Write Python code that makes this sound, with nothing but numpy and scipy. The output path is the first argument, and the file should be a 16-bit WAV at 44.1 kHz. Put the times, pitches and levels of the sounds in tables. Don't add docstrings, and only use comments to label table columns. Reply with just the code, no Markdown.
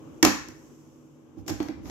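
import sys
import numpy as np
from scipy import signal
from scipy.fft import rfft, irfft, next_fast_len
from scipy.io import wavfile

SR = 44100
rng = np.random.default_rng(int(sys.argv[2]) if len(sys.argv) > 2 else 0)


def dump_mix(stems):
    frames = np.atleast_2d(stems).T
    limited = np.clip(frames, -1, 1)
    pcm = np.round(limited * 32767).astype(np.int16)
    wavfile.write(sys.argv[1], SR, pcm)


N = 83790
SIDES = np.array([[.5], [-.5]])


def amp(db):
    return 10 ** (np.asarray(db) / 20)


def along(points, hz):
    f, value = np.transpose(points)
    return np.interp(np.log(hz + 1), np.log(f + 1), value)


def filtered(x, response):
    size = next_fast_len(x.shape[-1] + 8192)
    hz = np.fft.rfftfreq(size, 1 / SR)
    return irfft(rfft(x, size) * response(hz), size)[..., :x.shape[-1]]


def noise(spectrum, size=N):
    # f/Hz, correlation
    coherence = [(50, .3), (150, .5), (300, 0.51), (600, 0.53), (2000, 0.017)]

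    def mid_side_gains(hz):
        angle = np.arccos(np.clip(along(coherence, hz), -1, 1)) / 2
        return amp(along(spectrum, hz)) * [np.cos(angle), np.sin(angle)]

    mid, side = filtered(rng.standard_normal((2, size)), mid_side_gains)
    pair = np.array([mid + side, mid - side])
    return pair / pair.std()


def fade(t, rise, t60):
    return (1 - np.exp(-t / rise)) * np.exp(-np.log(1000) * t / t60)


def add(track, s, sound):
    i = min(round(s * SR), N - 1)
    track[:, i:i + sound.shape[1]] += sound[:, :N - i]


def room(x):
    # f/Hz, t60/s
    room_decay = [(80, .5), (300, 0.37), (700, 0.3), (1500, 0.57), (3000, 0.44), (6000, 0.44),
                  (12000, 0.32), (16000, 0.23)]
    wall_delay_s, build_up_s = .004, .003
    hz, t, bins = signal.stft(noise([(0, 0)], size=SR * 3 // 4), SR, nperseg=256)
    decay = np.exp(-np.log(1000) * t / along(room_decay, hz)[:, None])
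    tail = signal.istft(bins * decay, SR, nperseg=256)[1]
    since_wall = np.maximum(np.arange(tail.shape[1]) / SR - wall_delay_s, 0)
    tail = tail * (1 - np.exp(-since_wall / build_up_s))
    unit_energy_tail = tail / np.linalg.norm(tail, axis=1, keepdims=True)
    return signal.fftconvolve(x, unit_energy_tail, axes=1)


def ringing(modes, t, rise):
    total = 0
    for hz, db, t60 in modes:
        gain = amp(db + rng.normal(0, 2))
        total = total + gain * fade(t, rise, t60) * np.sin(2 * np.pi * (hz * t + rng.random((2, 1))))
    return total


def rubbing(strokes, colour):
    t = np.arange(N) / SR
    envelope = 0
    for s, db, rise, fall in strokes:
        width = np.where(t < s, rise, fall)
        envelope = envelope + amp(db) * np.exp(-((t - s) / width) ** 2)
    return noise(colour) * envelope


def markers():
    # t/s, click level/dB, clack level/dB, left minus right/dB
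    clicks = [(0.2273, -5.5, -15.5, -1.5), (.2292, -10, -13, 5.5), (.2485, -10, -19, 1.5),
              (.2503, -5.5, -11, -0.5), (.2662, -30, -32.5, 8), (0.4854, -36.5, -47, -3),
              (1.464, -46.5, -63.5, 3), (1.4796, -25, -39, 1), (1.483, -30.5, -42.5, 12),
              (1.494, -38.5, -29.5, -0.5), (1.4995, -38, -33.5, -19.5), (1.6022, -60, -28, 3),
              (1.6285, -40.5, -57, 12), (1.6848, -44, -34, 0), (1.856, -53, -40, 1.5),
              (1.8975, -36.5, -31, -4)]
    # f/Hz, mean level/dB, t60/s
    barrel_modes = [(2250, -24, .025), (3293, -23, .025), (5030, -18.5, 0.026), (5560, -15.5, .035),
                    (5800, -18, .03), (6560, -18, .02), (11570, -26.5, .015), (12830, -23, .015)]
    # f/Hz, mean level/dB, t60/s
    thin_tones = [(1006, -22, .3), (1063, -27.5, .3), (1178, -26.5, .35), (1535, -28.5, .3),
                  (1637, -30, .4), (1874, -29, .35), (2193, -27, 0.48)]
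    # f/Hz, relative density/dB
    click_colour = [(300, -17), (1400, -4), (2100, -4.5), (2900, -4.5), (3900, -7.5), (5700, 1), (6800, 2),
                    (8200, -11.5), (9100, -27.5), (10500, -15.5), (12400, -6.5), (14800, -16),
                    (16000, -22.5)]
    # f/Hz, relative density/dB
    clack_colour = [(150, -2), (400, -3), (750, 1), (1100, -5.5), (1400, -8.5), (2000, -7), (3000, -15),
                    (4500, -15), (9000, -34), (16000, -41)]
    rise_s, click_t60_s, clack_t60_s = 0.00047, 0.014, .028
    click_room_db, clack_room_db = -6, -1.5

    out, t = np.zeros((2, N)), np.arange(SR // 3) / SR
    for s, click_db, clack_db, pan_db in clicks:
        crack = noise(click_colour, len(t)) * fade(t, rise_s, click_t60_s)
        click = amp(click_db) * (ringing(barrel_modes, t, rise_s) + crack)
        clack = amp(clack_db) * noise(clack_colour, len(t)) * fade(t, rise_s, clack_t60_s)
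        ringing_tail = amp(clack_db) * ringing(thin_tones, t, rise_s)
        add(out, s, (click + clack + ringing_tail) * amp(pan_db * SIDES))
        add(out, s, room(amp(click_room_db) * click + amp(clack_room_db) * clack))
    return out


def tabletop():
    # t/s, level/dB, rise/s, extra level of the deep modes/dB
    knocks = [(0.2282, -5, 0.005, -4), (0.2497, -18, 0.003, 3.5), (0.2666, -14.5, 0.0012, -1.5),
              (0.2901, -22.5, 0.0044, -3.5), (.485, -37.5, .003, 3.5), (1.372, -32.5, .004, 12),
              (1.463, -32.5, .004, 8), (1.5034, -18, 0.0086, 9), (1.6028, -17.5, 0.0025, -2),
              (1.6903, -21.5, 0.0055, -2.5), (1.772, -35.5, .004, -13)]
    # f/Hz, level/dB, t60/s, phase lead of left over right/rad, left minus right/dB
    table_modes = [(60, -33.5, .7, -2, -5.5), (97, -18.5, .2, -3, -8), (166, -15, 0.064, -1, -5.5),
                   (209.4, -15.5, .2, 0.6, -3), (266, -14, 0.24, 0.1, -4.5), (298.3, -13, .3, -0.3, -6),
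                   (315.1, 0, 0.1, 0, -8), (478, -18, 0.15, 2, -4), (739, -22.5, 0.13, 1.5, 0),
                   (809, -25.5, .3, 5, -2)]
    deep_below_hz, table_room_db = 170, -12.5

    out, t = np.zeros((2, N)), np.arange(SR // 2) / SR
    for s, level_db, rise, deep_db in knocks:
        boom = 0
        for hz, db, t60, lead, pan_db in table_modes:
            gain = amp(level_db + db + deep_db * (hz < deep_below_hz) + pan_db * SIDES)
            boom = boom + gain * fade(t, rise, t60) * np.sin(2 * np.pi * hz * t + lead * SIDES)
        add(out, s, boom)
        add(out, s, amp(table_room_db) * room(boom))
    return out


def slide():
    # t/s at the height, level/dB, rise/s, fall/s
    slides = [(1.5, -33.5, 0.019, 0.0098)]
    # f/Hz, relative density/dB
    scrape_colour = [(300, 8.5), (750, 6), (1300, -27), (2200, -9.5), (4000, -6.5), (6300, -1), (7500, -3),
                     (9000, -21), (12400, -9), (16000, -25)]
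    grain_db, grains_per_s, scrape_room_db = 0.5, 920, -5
    grain_position = np.arange(N) * grains_per_s / SR
    grain = amp(grain_db * np.interp(grain_position, np.arange(N), rng.standard_normal(N)))
    scrape = rubbing(slides, scrape_colour) * grain
    return scrape + amp(scrape_room_db) * room(scrape)[:, :N]


def sleeve():
    # t/s at the height, level/dB, rise/s, fall/s
    strokes = [(1.388, -61, 0.014, 0.032), (1.63, -52, 0.062, 0.077), (1.885, -48, 0.039, .05)]
    # f/Hz, relative density/dB
    cloth_colour = [(100, -3), (350, -1), (900, -4.5), (2000, -16), (4000, -18.5), (6500, -10.5),
                    (9000, -33.5), (12500, -17.5), (16000, -34)]
    return rubbing(strokes, cloth_colour)


def forearm():
    # t/s at the height, level/dB, rise/s, fall/s
    shifts = [(1.42, -47, 0.041, 0.22), (1.87, -40.5, 0.11, 0.24)]
    # f/Hz, relative density/dB
    rumble_colour = [(30, -17), (58, -4), (95, -4.5), (130, -9), (200, -11.5), (300, -5.5), (400, -17.5),
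                     (700, -40), (2000, -80)]
    return rubbing(shifts, rumble_colour)


def background():
    # f/Hz, relative density/dB
    air_colour = [(25, -32), (60, -15), (100, -13), (145, -7.5), (190, -17), (245, -7), (315, -5),
                  (370, -12), (560, -15.5), (650, -24.5), (1070, -24), (1900, -39.5), (3000, -37.5),
                  (4200, -49), (16000, -69)]
    # t/s, level/dB
    air_level = [(0, -46), (.55, -50.5), (.85, -54), (1.1, -55.5), (1.9, -49)]
    # f/Hz, relative density/dB
    hiss_colour = [(300, -13.5), (2500, -9), (4200, -14), (5300, -4.5), (6300, 0.5), (7600, -2.5),
                   (9200, -20), (12000, -9), (16000, -21.5)]
    # t/s, level/dB
    hiss_level = [(0, -69), (.65, -64), (1.3, -76), (1.9, -74)]
    # f/Hz, level/dB
    hum_tones = [(149, -60.5), (249, -58), (321, -55.5)]
    t = np.arange(N) / SR
    air = noise(air_colour) * amp(np.interp(t, *np.transpose(air_level)))
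    treble_hiss = noise(hiss_colour) * amp(np.interp(t, *np.transpose(hiss_level)))
    hum = sum(amp(db) * np.sin(2 * np.pi * (hz * t + rng.random())) for hz, db in hum_tones)
    return air + treble_hiss + hum


def scene():
    return markers() + tabletop() + slide() + sleeve() + forearm() + background()


def record(dry):
    # f/Hz, left minus right/dB
    tilt = [(60, -1.5), (110, -3.5), (200, -0.5), (330, -.5), (700, 1), (1290, 4.5), (2380, 7), (3400, 6.5),
            (4400, -0.5), (5600, -8), (7000, 0.5), (8500, -0.5), (11000, 9), (15000, 2.5)]
    low_cut_hz, clip_top, top_hz = 56, .92, 15900
    x = filtered(dry, lambda hz: amp(along(tilt, hz) * SIDES))
    x = signal.sosfilt(signal.butter(6, low_cut_hz, "highpass", fs=SR, output="sos"), x)
    clipped = np.clip(x, -clip_top, clip_top)
    return filtered(clipped, lambda hz: 1 / np.sqrt(1 + (hz / top_hz) ** 160))


dry = scene()
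out = record(dry)
dump_mix(out)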